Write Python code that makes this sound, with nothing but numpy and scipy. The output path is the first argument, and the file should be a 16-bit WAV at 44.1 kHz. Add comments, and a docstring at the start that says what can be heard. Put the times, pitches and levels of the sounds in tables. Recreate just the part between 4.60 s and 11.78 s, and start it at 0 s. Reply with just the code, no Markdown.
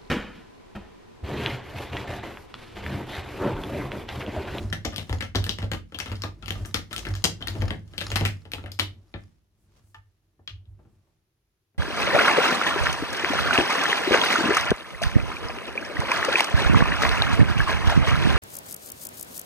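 """A steel floor jack on a workbench is pumped fast by its handle, then left to settle.
Its pins and links clack: each blow is a noise crack, a chatter of loose parts and ringing steel.
The bench booms in dying sines, the joints rub as uneven noise, and the valve whistles faintly.
Soft treble puffs, room tone and a small workshop's echo complete it; two close microphones."""
import sys
import numpy as np
from scipy import signal
from scipy.fft import rfft, irfft, next_fast_len
from scipy.io import wavfile
from scipy.ndimage import uniform_filter1d

SR = 44100
rng = np.random.default_rng(int(sys.argv[2]) if len(sys.argv) > 2 else 0)


def master(y):
    """Save y as 16-bit WAV."""
    cut = np.clip(np.atleast_2d(y).T, -1, 1)
    pcm = np.round(cut * 32767)  # scale
    wavfile.write(sys.argv[1], SR, pcm.astype(np.int16))


def how_loud(loudness_db):
    """Turn decibels into a plain amplitude multiplier (0 dB gives 1, 20 dB gives 10)."""
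    steps = np.asarray(loudness_db, float) / 20
    return 10 ** steps


N = 316623  # samples, about 7.2 s

# Metal hits metal: (time [s], level [dB], weight passed to the bench [dB], centre [Hz])
METAL_BLOWS = [(0.127, -13, -16, 2130), (0.249, -20.5, -9, 1980), (0.252, -13.5, -13, 5340),
               (0.342, -32, -16.5, 2640), (0.361, -16.5, -26.5, 3370), (0.381, -16, -12.5, 2296),
               (0.495, -23, -6, 860), (0.528, -17.5, -9.5, 831), (0.607, -20.5, -13, 1870),
               (0.624, -20, -12, 1347), (0.749, -18.5, -4.5, 1850), (0.756, -9, -14, 5283),
               (0.841, -16.5, -39.5, 3140), (0.865, -23.5, -11.5, 1750), (0.893, -10, -21.5, 3860),
               (0.986, -23, -9, 907), (1.027, -26, -2, 843), (1.116, -16.5, -11, 1670),
               (1.135, -20.5, -10, 1134), (1.345, -25, -12, 3166), (1.388, -17, -28.5, 1260),
               (1.401, -17, -17.5, 2503), (1.459, -29, -8, 1283), (1.517, -24, -6.5, 920),
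               (1.555, -34, -30, 4940), (1.62, -20.5, -25, 5440), (1.637, -18, -11.5, 1194),
               (1.859, -26.5, -24, 2890), (1.881, -19.5, -17, 2127), (1.906, -13.5, -19.5, 2728),
               (2.058, -25.5, -45, 6540), (2.143, -12, -26.5, 4960), (2.144, -12.5, -13.5, 1533),
               (2.329, -21.5, -25, 1339), (2.363, -14.5, -27, 3250), (2.38, -18, -19.5, 6760),
               (2.452, -23, -15, 1983), (2.468, -24, -5.5, 1706), (2.552, -23.5, -20.5, 5100),
               (2.641, -6, -22.5, 5606), (2.646, -6, -18, 4870), (2.824, -23, -17.5, 3183),
               (2.872, -18, -25.5, 1907), (2.883, -15, -19.5, 4065), (2.953, -30.5, -2, 930),
               (3.02, -17.5, -8.5, 796), (3.08, -29, -6.5, 1375), (3.106, -17, -8, 1661),
               (3.278, -49.5, -35.5, 6450), (3.38, -16, -25, 3270), (3.407, -19.5, -19.5, 3170),
               (3.413, -16.5, -17, 1883), (3.517, -16.5, -17, 1620), (3.558, -10.5, -16.5, 959),
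               (3.61, -18, -3, 809), (3.652, -8.5, -21.5, 1886), (3.918, -19.5, -35.5, 2180),
               (3.935, -14.5, -17.5, 2447), (4.04, -33, -3.5, 990), (4.118, -21.5, -32.5, 4900),
               (4.19, -18.5, -16, 1100), (4.196, -5, -24.5, 3730), (4.54, -26.5, -5, 1806),
               (5.345, -35, -27, 886), (5.792, -65, 11.5, 895), (5.876, -21, -32, 3350),
               (6.055, -54.5, -17, 3440), (6.191, -60.5, 7.5, 1330), (6.251, -61, 6, 1373),
               (6.47, -71.5, 4, 900), (7.146, -65, 6, 853)]
# The jack rocks on the bench: (time [s], level [dB])
ROCKING_THUDS = [(0.089, -28.5), (3.027, -19), (5.233, -51), (5.359, -46), (5.903, -36.5), (6.07, -38.5)]
# Hands on the resting jack: (time [s], rubbing [dB], shaking of the bench [dB])
RESTING_HANDS = [(4.302, -78, -49.5), (4.619, -64.5, -67), (4.9, -84.5, -72.5), (5.078, -75, -62.5),
                 (5.191, -62, -62), (5.212, -70.5, -60), (5.449, -78.5, -75), (6.169, -90.5, -59.5),
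                 (6.201, -79, -56), (6.321, -79, -58.5), (6.501, -76.5, -68.5), (6.75, -94.5, -78.5),
                 (7.18, -93.5, -80)]
# Ringing of frame, arm and handle: (frequency [Hz], relative level [dB])
STEEL_MODES = [(886, -10), (1210, 0.5), (1345, -3.5), (1660, -12), (1775, -0.5), (2070, 1.5), (2550, -3.5),
               (2760, -5), (2840, -7.5), (3130, 0), (3340, -3.5), (3870, -1), (4300, -0.5), (4900, 3.5),
               (5340, 4.5), (5720, -6.5), (6720, -0.5), (9475, -5.5), (10460, 3), (14840, -18)]
# Upper bench modes: (frequency [Hz], relative level [dB], time to fall 60 dB [s])
BOARD_MODES = [(162.3, 2.5, 0.09), (215, 6, 0.062), (317, 8, 0.042), (547.7, -0.5, 0.039)]
# Basic tone of a metal blow: (frequency [Hz], relative level [dB per Hz])
CRACK_COLOUR = [(470, -27.5), (800, -9.5), (1320, -2.5), (2350, -3), (3140, 3), (4080, -2), (5380, -6),
                (7450, -13.5), (14500, -8.5), (16000, -36)]
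# Tone of the rubbing joints: (frequency [Hz], relative level [dB per Hz])
JOINT_COLOUR = [(200, -12.5), (500, -1), (2000, -9.5), (6000, -11.5), (8000, -16.5), (16000, -17.5)]
# Tone of room and microphone hiss: (frequency [Hz], relative level [dB per Hz])
QUIET_COLOUR = [(15, -39), (25, -15), (99, -5), (212, -19.5), (394, -15), (560, -24.5), (2990, -27.5),
                (6500, -30.5), (8000, -38.5), (11000, -25.5), (16000, -29)]
# How long the workshop echoes: (frequency [Hz], time to fall 60 dB [s])
SHOP_DECAY = [(100, 0.77), (300, 0.3), (800, 0.18), (2000, 0.24), (5000, 0.22), (13000, 0.17)]
# Oil squeezes past the valve: (start [s], end [s], start pitch [Hz], end pitch [Hz], level [dB])
VALVE_WHISTLES = [(3.21, 3.33, 10500, 11600, -80), (3.716, 3.82, 12200, 10500, -79),
                  (4.278, 4.38, 10630, 11900, -79), (4.45, 4.557, 11400, 11000, -79)]
# Pump strokes: (start [s], load on the bench [dB], rubbing [dB], shaking of the bench [dB])
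PUMP_STROKES = [(-0.158, -44.5, -52, -27), (0.322, -19.5, -53, -46.5), (0.824, -24, -59.5, -52),
                (1.322, -27.5, -50, -56), (1.825, -27, -50.5, -33.5), (2.31, -25.5, -45.5, -39.5),
                (2.807, -19.5, -49, -31.5), (3.336, -23, -43, -37.5), (3.853, -40, -65.5, -44)]
# Soft puffs of treble hiss: (centre [s], width [s], level [dB])
HISS_PUFFS = [(5.03, 0.056, -74.5), (5.29, 0.057, -68), (6.1, .04, -80.5), (6.33, 0.045, -80.5),
              (6.48, .05, -85)]

QUIET_DB = -76.5  # rms
RIGHT_LAG = 6  # samples
LOAD_S = .177  # from the start of a stroke to the moment the piston takes the load
# Soft touches: (level [dB], weight passed to the bench [dB], centre [Hz])
TAKE_UP = (-36, -7, 1500)  # first touch of a stroke, as the play closes
TOUCH = (-32, -8, 1500)  # two stray touches in each stroke
TOUCH_SPAN_S = .24  # stray touches fall within this time from the stroke's start
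BRIGHT_DB = -23.5  # starting point for the treble of a blow
SLACK_DB, SLACK_S, SLACK_WIDTH_S = 7.5, .045, 0.015  # the slack pin jingles early in a stroke
REST_S, REST_DB = 4.3, -16  # blows turn duller once the pumping stops
HEAVY_DULLS = 0.55  # dB of treble lost per dB of weight
THROUGH_DB = -2  # share of a blow's weight that booms in the bench
HISS_HZ = 11000
RUB_RISE, RUB_FALL = 94, 72.4  # dB per s, before and after the load
SHAKE_RISE, SHAKE_FALL = 70, 100  # dB per s


def evened(x):
    """Scales to rms 1."""
    return x / np.sqrt(np.mean(x ** 2) + 1e-20)


def read(points, hz):
    """Reads a curve on a log-frequency axis."""
    f, value = np.transpose(points)
    return np.interp(np.log(hz + 1), np.log(f + 1), value)


def add(mix, s, sound):
    """Mixes a two-channel sound in at s seconds."""
    part = mix[:, round(s * SR):][:, :sound.shape[1]]
    part += sound[:, :part.shape[1]]


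def coloured(x, db_of_hz):
    """Filters without sounding early: the phase follows from the log gain."""
    size = next_fast_len(x.shape[-1] + 2048)
    hz = abs(np.fft.fftfreq(size, 1 / SR))
    log_gain = np.log(how_loud(np.maximum(db_of_hz(hz), -100)))
    response = np.exp(np.conj(signal.hilbert(log_gain)))[:size // 2 + 1]
    return irfft(rfft(x, size) * response, size)[..., :x.shape[-1]]


def ring(modes, t, scatter_db):
    """Dying sines; where the blow lands sets how strongly each mode speaks."""
    hz, db, t60 = np.transpose(modes)[:, :, None]
    chance = rng.standard_normal((len(modes), 2))
    level = how_loud(db + scatter_db * chance[:, :1] - 60 * t / t60)
    return (level * np.sin(2 * np.pi * hz * t + 3 * chance[:, 1:])).sum(0)


def panned(x, db):
    """Makes left louder than right by db."""
    return x * how_loud(np.array([[db / 2], [-db / 2]]))


def quiet():
    """Room tone and microphone hiss: noise that is alike in both channels in the bass only."""
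    noise = rng.standard_normal((3, N))
    low = coloured(noise[0], lambda f: read(QUIET_COLOUR, f) - 10 * np.log10(1 + (f / 500) ** 2))
    high = coloured(noise[1:], lambda f: read(QUIET_COLOUR, f) - 10 * np.log10(1 + (500 / (f + 1)) ** 2))
    return how_loud(QUIET_DB) * evened(low + high)


def effort(column, rise, fall):
    """A dB curve that climbs to each stroke's load and sinks after it; at rest it follows the hands."""
    t = np.arange(N) / SR
    hands = np.transpose(RESTING_HANDS)
    humps = []
    for row in PUMP_STROKES:
        after_load = t - row[0] - LOAD_S
        humps.append(row[column] - np.maximum(-rise * after_load, fall * after_load))
    at_rest = np.interp(t, hands[0], hands[column - 1], left=-np.inf)
    return np.maximum(np.max(humps, 0), at_rest)


def rubbing():
    """Uneven slips hiss in the joints, shake small ticks out of the steel and keep the bench trembling."""
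    level_db = effort(column=2, rise=RUB_RISE, fall=RUB_FALL)
    shake_db = effort(column=3, rise=SHAKE_RISE, fall=SHAKE_FALL)
    unevenness_db = 2 * evened(uniform_filter1d(rng.standard_normal(N), 200))
    slips = rng.standard_normal((2, N)) * how_loud(unevenness_db)
    t = np.arange(15000) / SR

    # Eight loose parts, each ticking about 14 times a second
    ticks = (rng.random((8, N)) < 14 / SR) * rng.exponential(1, (8, N)) ** 1.4
    short_modes = [(f, db, .02) for f, db in STEEL_MODES]
    parts = np.array([ring(short_modes, t[:3000], scatter_db=6) for _ in ticks])
    ringing = signal.oaconvolve(ticks, parts, axes=1)[:, :N].sum(0)
    rattle = panned(evened(ringing), 1.9)
    loose = how_loud(np.minimum(level_db + 58, 0))  # the rattle is full only in brisk motion
    scrape = evened(coloured(evened(slips) + loose * rattle, lambda f: read(JOINT_COLOUR, f)))

    push = rng.standard_normal(N) + 0.3 * rng.standard_normal((2, N))
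    low_modes = ring([(52, -3, .3), (96, 0, .3)], t, scatter_db=0)
    bench = low_modes + how_loud(-10) * ring(BOARD_MODES, t, scatter_db=0)
    tremble = evened(signal.oaconvolve(push, bench[None], axes=1)[:, :N])
    return how_loud(level_db) * scrape + how_loud(shake_db) * tremble


def thud(db):
    """The bench top swells into its lowest modes and dies."""
    t = np.arange(25000) / SR
    modes = ring([(97.2, -2.0, 0.22), (78, -7.5, 0.18), (53.2, -8.5, 0.17)], t, scatter_db=-1.5)
    return how_loud(db + 11) * panned(modes * (1 - np.exp(-t / 0.015)) ** 2, 0)


def workshop(x):
    """Sparse reflections of random sign, each band dying at its own speed; three sets take turns."""
    out = np.zeros((2, N))
    turn = np.arange(N) / SR * 2.317 * np.pi
    for k in range(3):
        # One reflection at a random place in every 20 samples
        taps = np.zeros((2, SR // 2))
        slots = np.arange(200, SR // 2 - 20, 20)
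        at = slots + rng.integers(0, 20, (2, (SR // 2 - 201) // 20))
        np.put_along_axis(taps, at, rng.choice([-1., 1.], at.shape), 1)
        hz, t, z = signal.stft(taps, SR, nperseg=256)
        # Long waves reach both microphones more alike
        z += .55 * (z.mean(0) - z) / (1 + (hz[:, None] / 350) ** 2)
        decay = how_loud(-60 * t / read(SHOP_DECAY, hz)[:, None])
        tail = signal.istft(z * decay, SR, nperseg=256)[1]
        tail = tail / np.linalg.norm(tail[0])
        share = np.sqrt(2 / 3) * np.cos(turn + k * np.pi / 3)
        out += signal.oaconvolve((x * share)[None], tail, axes=1)[:, :N]
    return out


def brightness(s, dull_db):
    """Treble setting of a blow in dB, from its place in the stroke and its weight."""
    slack = sum(np.exp(-((s - row[0] - SLACK_S) / SLACK_WIDTH_S) ** 2) for row in PUMP_STROKES)
    return BRIGHT_DB + SLACK_DB * slack + REST_DB * (s > REST_S) - HEAVY_DULLS * (dull_db + 15.5)


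def blow(db, dull_db, bright_db, hz, width=0.61, peak_db=8):
    """A crack, a short chatter of loose parts and the steel's ring; the bench answers below."""
    t = np.arange(12000) / SR
    noise = rng.standard_normal((3, len(t)))
    ticks = (rng.random(len(t)) < 300 / SR) * rng.uniform(0, 2, len(t))
    grain = .7 + np.convolve(ticks, np.exp(-t[:200] / .0015))[:len(t)]
    crack = (noise[0] + 1.5 * (t == 0)) * how_loud(-60 * t / .007)
    chatter = how_loud(-19 - 60 * t / .14) * grain * (noise[:2] + .7 * noise[0])

    def nearness(f):  # the part that was hit rings most, with its octave
        return sum(np.exp(-((np.log2(f / hz) - octave) / 0.05) ** 2) for octave in range(2))

    struck = [(f, level + 14 * nearness(f), .07 * (3000 / f) ** .5) for f, level in STEEL_MODES]
    ring_db = -33 - .5 * (np.clip(db, -36, -10) + 20)  # soft touches ring more against their crack
    steel = crack + chatter + how_loud(ring_db) * ring(struck, t, scatter_db=3)

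    # Every contact point has its own humps
    lumps = np.c_[np.geomspace(700, 16000, 16), 2.5 * rng.standard_normal(16)]
    treble_hz = np.clip(2.8 * hz, 3500, 7500)

    def steel_colour(f):
        near_hz = peak_db * np.exp(-(np.log2((f + 1) / hz) / width) ** 2)
        treble = (bright_db + 20.5) / (1 + (treble_hz / (f + 1)) ** 6)
        return read(CRACK_COLOUR, f) + read(lumps, f) + near_hz + treble

    steel = coloured(steel, steel_colour)
    knock = coloured(noise[2] * how_loud(-60 * t / 0.14), lambda f: -7 * np.log2((f + 1) / 480) ** 2)
    board = (ring(BOARD_MODES, t, scatter_db=3.5) + 8 * knock) * (1 - np.exp(-t / 0.0014))
    left_db = 5.5 + 2 * rng.standard_normal()
    steel = panned(steel / abs(steel).max(), left_db)
    board = panned(board / abs(board).max(), 2.8)
    return how_loud(db) * (steel + how_loud(dull_db + 2.5) * board)


def valve():
    """Oil squeezes past the valve in thin whistles: faint gliding sines that waver."""
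    out = np.zeros((2, N))
    for start, end, hz0, hz1, db in VALVE_WHISTLES:
        size = round((end - start) * SR)
        waver = 60 * evened(uniform_filter1d(rng.standard_normal(size), 300))  # Hz
        hz = np.linspace(hz0, hz1, size) + waver
        tone = np.sin(2 * np.pi * np.cumsum(hz) / SR) * signal.windows.tukey(size, .5)
        add(out, start, how_loud(db) * panned(tone, 3))
    return out


def hiss():
    """Treble noise that swells and fades in soft puffs."""
    noise = coloured(rng.standard_normal((2, N)), lambda f: -7 * np.log2((f + 1) / HISS_HZ) ** 2)
    t = np.arange(N) / SR
    puffs = sum(how_loud(db) * np.exp(-((t - s) / width) ** 2) for s, width, db in HISS_PUFFS)
    return evened(noise) * puffs


def scene():
    """Jack and bench, their echo in the shop, rubbing, valve, hiss and room tone."""
    jack, bench = np.zeros((2, 2, N))
    starts = np.transpose(PUMP_STROKES)[0]
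    stray = (starts[:, None] + TOUCH_SPAN_S * rng.random((len(starts), 2))).ravel()
    soft = [(s, *TAKE_UP) for s in starts] + [(s, *TOUCH) for s in stray]
    for s, db, dull_db, hz in METAL_BLOWS + [row for row in soft if row[0] > 0]:
        add(jack, s, blow(db, dull_db, brightness(s, dull_db), hz))
        add(bench, s, thud(db + dull_db + THROUGH_DB))
    loads = [(row[0] + LOAD_S, row[1]) for row in PUMP_STROKES]
    for s, db in ROCKING_THUDS + loads:
        add(bench, s, thud(db))
    # The right microphone is farther and shaded
    jack[1] = coloured(np.roll(jack[1], RIGHT_LAG), lambda f: -4 / (1 + (7000 / (f + 1)) ** 4))
    echo = how_loud(-3.5) * workshop(jack.mean(0)) + how_loud(-11) * workshop(bench[0])
    return jack + bench + echo + rubbing() + valve() + hiss() + quiet()


def low_pass(x):
    """Removes everything above the highest recorded frequency."""
    return signal.sosfilt(signal.butter(12, 16470, fs=SR, output="sos"), x)


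def record(dry):
    """The microphones lose the top treble."""
    heard = coloured(dry, lambda f: -10 / (1 + (12000 / (f + 1)) ** 8))
    return low_pass(heard)


dry = scene()
out = record(dry)
master(out)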